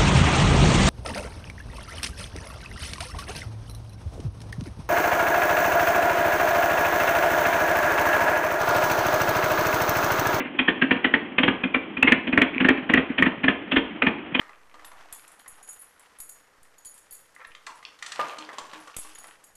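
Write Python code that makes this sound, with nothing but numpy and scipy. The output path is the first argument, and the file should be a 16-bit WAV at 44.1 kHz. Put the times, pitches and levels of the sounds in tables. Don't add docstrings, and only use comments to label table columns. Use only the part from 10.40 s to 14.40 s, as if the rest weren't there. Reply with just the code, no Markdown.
import sys
import numpy as np
from scipy import signal
from scipy.fft import rfft, irfft
from scipy.io import wavfile
from scipy.ndimage import uniform_filter1d

SR = 44100
rng = np.random.default_rng(int(sys.argv[2]) if len(sys.argv) > 2 else 0)


def store_pcm(level_fs):
    pcm = np.round(np.clip(level_fs, -1, 1) * 32767).astype(np.int16)
    wavfile.write(sys.argv[1], SR, np.atleast_2d(pcm).T)


N = 176400

# freq_hz, level_db
RASP_SPECTRUM = [(100, -21), (400, -1), (700, -5), (1000, -3.5), (1400, -0.5), (1800, 3), (2450, 2.5),
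                 (2900, -4), (3500, -16), (4400, -45.5)]
GAS_LINGER_S = 0.023
BOOM_HZ, BOOM_LAG_S, BOOM_RISE_S, BOOM_FALL_S = 263, 0.0044, 0.0035, 0.0091


def amp(db):
    return 10 ** (np.asarray(db) / 20)


def unit_rms(x):
    return x / np.sqrt(np.mean(x ** 2) + 1e-20)


def lookup(table, hz):
    freq_hz, value = np.transpose(table)
    return np.interp(np.log(hz + 1), np.log(freq_hz + 1), value)


def coloured(noise, spectrum):
    gain = amp(lookup(spectrum, np.fft.rfftfreq(len(noise), 1 / SR)))
    return unit_rms(irfft(rfft(noise) * gain, len(noise)))


def add(mix, centre_s, sound):
    start = round(centre_s * SR) - len(sound) // 2
    part = mix[max(start, 0):max(start + len(sound), 0)]
    part += sound[max(-start, 0):][:len(part)]


def event_time():
    return np.arange(-5000, 5000) / SR


def swell(t, rise_s, fall_s):
    return np.exp(-(np.minimum(t, 0) / rise_s) ** 2 - np.maximum(t, 0) / fall_s)


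def damped_tone(t, hz, rise_s, fall_s):
    return swell(t, rise_s, fall_s) * np.cos(2 * np.pi * hz * t)


def pops():
    # peak_s, rise_s, rasp_db, sizzle_db, ring_db, ring_hz, boom_db, return_db, boom_hz
    firings = [(0.195, 0.0056, -16, -21.5, -14.5, 2455, -24.5, -20.5, 273),
               (0.286, 0.006, -14, -20.5, -11, 1820, -18.2, -21.5, 283),
               (0.424, 0.0066, -15, -26.3, -13.5, 1615, -22, -15.5, 254),
               (0.514, 0.0043, -13.5, -27, -13.5, 1787, -21, -20.5, 257),
               (0.649, 0.0046, -15, -20.5, -15, 1978, -24.5, -22, 295),
               (0.741, 0.0024, -15.5, -25.5, -7.5, 1846, -21, -35.5, 282),
               (0.986, 0.0032, -13.5, -21, -9.5, 2480, -29, -14.5, 262),
               (1.035, 0.0036, -14.5, -22.0, -28, 2320, -17.5, -24, 290),
               (1.083, 0.0041, -14.5, -23.5, -13.5, 1658, -15.5, -20.5, 264),
               (1.24, 0.0041, -21.5, -31, -17, 2415, -24, -19, 271),
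               (1.348, 0.0049, -17, -30.5, -14, 2396, -27, -17.5, 276),
               (1.574, 0.0048, -28, -40, -24, 2422, -35, -23.5, 249),
               (1.63, 0.0037, -14, -30, -7.5, 2620, -25, -14, 251),
               (1.68, 0.0066, -12.5, -23.8, -13, 2153, -21, -30, 295),
               (1.723, 0.0031, -11.5, -31, -8.5, 1776, -15, -23.5, 270),
               (1.877, 0.0057, -25.5, -31, -27.5, 2435, -26.5, -20.5, 264),
               (1.933, 0.0061, -21, -36, -18.5, 2470, -21.9, -29.5, 257),
               (1.978, 0.0028, -13.5, -33.1, -8, 1865, -17.4, -32, 275),
               (2.02, 0.0048, -14.5, -24.5, -15.5, 2267, -20, -17.5, 268),
               (2.208, 0.006, -16, -30, -37.5, 2430, -20.5, -15.5, 251),
               (2.251, 0.0049, -16.5, -28.5, -15, 1787, -17, -23.5, 271.6),
               (2.29, 0.0035, -11.5, -26, -7, 1792, -20, -10.5, 256.6),
               (2.499, 0.005, -17, -30, -20, 1873, -21.5, -26.1, 274),
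               (2.54, 0.0036, -13, -28, -11.5, 1938, -17, -18, 266),
               (2.578, 0.004, -17, -28.0, -10.5, 1859, -19, -29, 260),
               (2.789, 0.0073, -18.5, -26.5, -21, 1808, -19.5, -14.5, 263),
               (2.826, 0.0025, -14, -34.5, -7.5, 1830, -19.5, -18.5, 271),
               (2.865, 0.007, -19, -34, -18.5, 1755, -22.5, -23.5, 264),
               (3.043, 0.0063, -18.5, -33, -25, 1723, -17.5, -17.5, 259),
               (3.085, 0.0037, -13, -24.8, -9.5, 1755, -16.5, -34, 275.6),
               (3.324, 0.0071, -19, -23, -21.5, 2627, -24.1, -18.5, 250),
               (3.368, 0.006, -14, -19.5, -30, 1900, -16.5, -24, 273),
               (3.623, 0.003, -14.5, -33.5, -16, 2414, -30, -16.5, 260),
               (3.671, 0.0049, -16.5, -27, -13.5, 1794, -18.5, -25, 271),
               (3.953, 0.0064, -20, -24.5, -17.5, 2474, -27.5, -22, 249),
               (3.996, 0.0035, -18.5, -23, -25.5, 2860, -21.5, -28, 268)]
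    # freq_hz, level_db
    sizzle_spectrum = [(100, -60.5), (2200, -29), (2800, -3), (3200, 7.5), (3450, -4.5), (3750, -17.5),
                       (4400, -33.5)]
    push_spectrum = [(20, -38), (45, -14.5), (85, 0), (130, -7), (200, 9), (350, 6.5), (550, -9),
                     (1000, -27), (3000, -49)]
    gas_trim_db, push_trim_db, ring_trim_db, boom_trim_db, return_trim_db = -2, -4, 2.5, 5, 0.5
    hold_s, return_lag_s = 0.0006, 0.02
    t = event_time()
    held_t = np.minimum(t, 0) + np.maximum(t - hold_s, 0)
    rasp, sizzle, push, tones = np.zeros((4, N))
    for peak_s, rise_s, rasp_db, sizzle_db, ring_db, ring_hz, boom_db, return_db, boom_hz in firings:
        burst = swell(held_t, rise_s, fall_s=0.0093) + amp(-15.5) * swell(t, rise_s, GAS_LINGER_S)
        burst *= 1 + 0.39 * np.cos(2 * np.pi * boom_hz * t)
        add(rasp, peak_s, amp(rasp_db + gas_trim_db) * burst)
        add(sizzle, peak_s, amp(sizzle_db + gas_trim_db) * burst)
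        surge = swell(t - BOOM_LAG_S, rise_s=0.007, fall_s=0.022)
        add(push, peak_s, amp(boom_db + push_trim_db) * surge)
        add(tones, peak_s, amp(ring_db + ring_trim_db) * pipe_ring(t, ring_hz, 0.82 * rise_s))
        boom = damped_tone(t - BOOM_LAG_S, boom_hz, BOOM_RISE_S, BOOM_FALL_S)
        add(tones, peak_s, amp(boom_db + boom_trim_db) * boom)
        returned = damped_tone(t - return_lag_s, hz=263.5, rise_s=0.0052, fall_s=0.011)
        add(tones, peak_s, amp(return_db + return_trim_db) * returned)
    gas = rasp * gas_jet(RASP_SPECTRUM) + sizzle * gas_jet(sizzle_spectrum)
    return gas + push * coloured(rng.standard_normal(N), push_spectrum) + tones


def gas_jet(spectrum):
    crackle_db, crest = 4, 2.57
    grain = unit_rms(uniform_filter1d(rng.standard_normal(N), size=30))
    crackle = amp(crackle_db * np.clip(grain, -2, 2))
    jet = coloured(rng.standard_normal(N) * crackle, spectrum)
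    return unit_rms(jet / np.sqrt(1 + abs(signal.hilbert(jet) / crest) ** 2))


def pipe_ring(t, hz, rise_s):
    wobble = unit_rms(uniform_filter1d(rng.standard_normal(len(t)), size=70))
    phase = 2 * np.pi * np.cumsum(hz * (1 + 0.025 * wobble)) / SR
    return swell(t, rise_s, fall_s=0.0037) * np.sin(phase)


def weak_firings():
    # time_s, boom_db, puff_db
    thuds = [(0.005, -21.5, -29), (0.056, -25.5, -41), (0.377, -27.5, -48), (0.56, -19, -33.5),
             (.825, -27, -48), (2.161, -19.5, -37), (2.381, -21, -34), (2.701, -16.5, -36)]
    firings_per_s = 14
    t = event_time()
    puff = swell(t, rise_s=0.0072, fall_s=GAS_LINGER_S)
    puffs, booms = np.zeros((2, N))
    for beat, (jitter, drop_db, detune) in enumerate(rng.standard_normal((100, 3))):
        time_s = (beat + 0.084 * jitter) / firings_per_s
        boom = damped_tone(t, BOOM_HZ * (1 + 0.18 * detune), rise_s=0.0052, fall_s=BOOM_FALL_S)
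        add(booms, time_s, amp(-34 - drop_db) * boom)
        add(puffs, time_s, amp(-42.5 - drop_db) * puff)
    thud = damped_tone(t - BOOM_LAG_S, BOOM_HZ, BOOM_RISE_S, BOOM_FALL_S)
    for time_s, boom_db, puff_db in thuds:
        add(booms, time_s, amp(boom_db) * thud)
        add(puffs, time_s, amp(puff_db) * puff)
    return booms + puffs * gas_jet(RASP_SPECTRUM)


def rattle():
    # peak_s, level_db
    ticks = [(2.142, -21.5), (2.148, -17), (2.156, -25.5), (2.182, -9), (2.19, -25)]
    tick = damped_tone(event_time(), hz=2370, rise_s=0.00062, fall_s=0.00062)
    out = np.zeros(N)
    for peak_s, level_db in ticks:
        add(out, peak_s, amp(level_db) * tick)
    return out


def reflections(direct):
    # freq_hz, t60_s
    decay_times = [(80, .35), (260, 0.32), (700, 0.39), (2000, 0.4), (4000, 0.38)]
    # freq_hz, level_db
    echo_spectrum = [(60, -7.5), (260, -11.5), (450, -1), (1000, -4.5), (1800, -13.5), (2600, -9.5),
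                     (4000, -9.5)]
    taps_per_s, delay_s = 2000, 0.012
    out, time_s = np.zeros(N), np.arange(N) / SR
    for k in range(3):
        taps = rng.choice([-1., 1.], SR) * (rng.random(SR) < taps_per_s / SR)
        taps *= np.arange(SR) > delay_s * SR
        hz, age_s, bands = signal.stft(taps, SR, nperseg=512)
        bands *= amp(-60 * age_s / lookup(decay_times, hz)[:, None])
        norm = np.linalg.norm(signal.istft(bands, SR, nperseg=512)[1])
        bands *= amp(lookup(echo_spectrum, hz))[:, None]
        tail = signal.istft(bands, SR, nperseg=512)[1] / norm
        crossfade = np.sqrt(2 / 3) * np.cos(2 * np.pi * (time_s + k / 3))
        out += signal.fftconvolve(direct * crossfade, tail)[:N]
    return out


def engine_churn():
    # freq_hz, level_db
    churn_spectrum = [(20, -29), (60, -5.5), (130, -1), (205, 10), (300, 15), (450, 3), (800, 0),
                      (1400, -3.5), (2400, -3.5), (3200, -3.5), (4400, -48)]
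    return amp(-38.5) * coloured(rng.standard_normal(N), churn_spectrum)


def scene():
    direct = pops() + weak_firings() + rattle()
    return (direct + reflections(direct) + engine_churn())[None]


def record(dry):
    limit_level, clip_level, mic_edge_hz, top_hz = 0.89, 0.72, 4269, 16000
    drive = abs(signal.hilbert(dry[0])) / limit_level
    limited = dry / (1 + drive ** 10) ** (1 / 10)
    mic_lowpass = signal.firwin(161, mic_edge_hz, window=("kaiser", 8), fs=SR)
    narrow = signal.oaconvolve(limited, mic_lowpass[None], "same")
    clipped = np.clip(narrow, -clip_level, clip_level)
    top_lowpass = signal.firwin(255, top_hz, window=("kaiser", 9), fs=SR)
    return signal.oaconvolve(clipped, top_lowpass[None], "same")


dry = scene()
out = record(dry)
store_pcm(out)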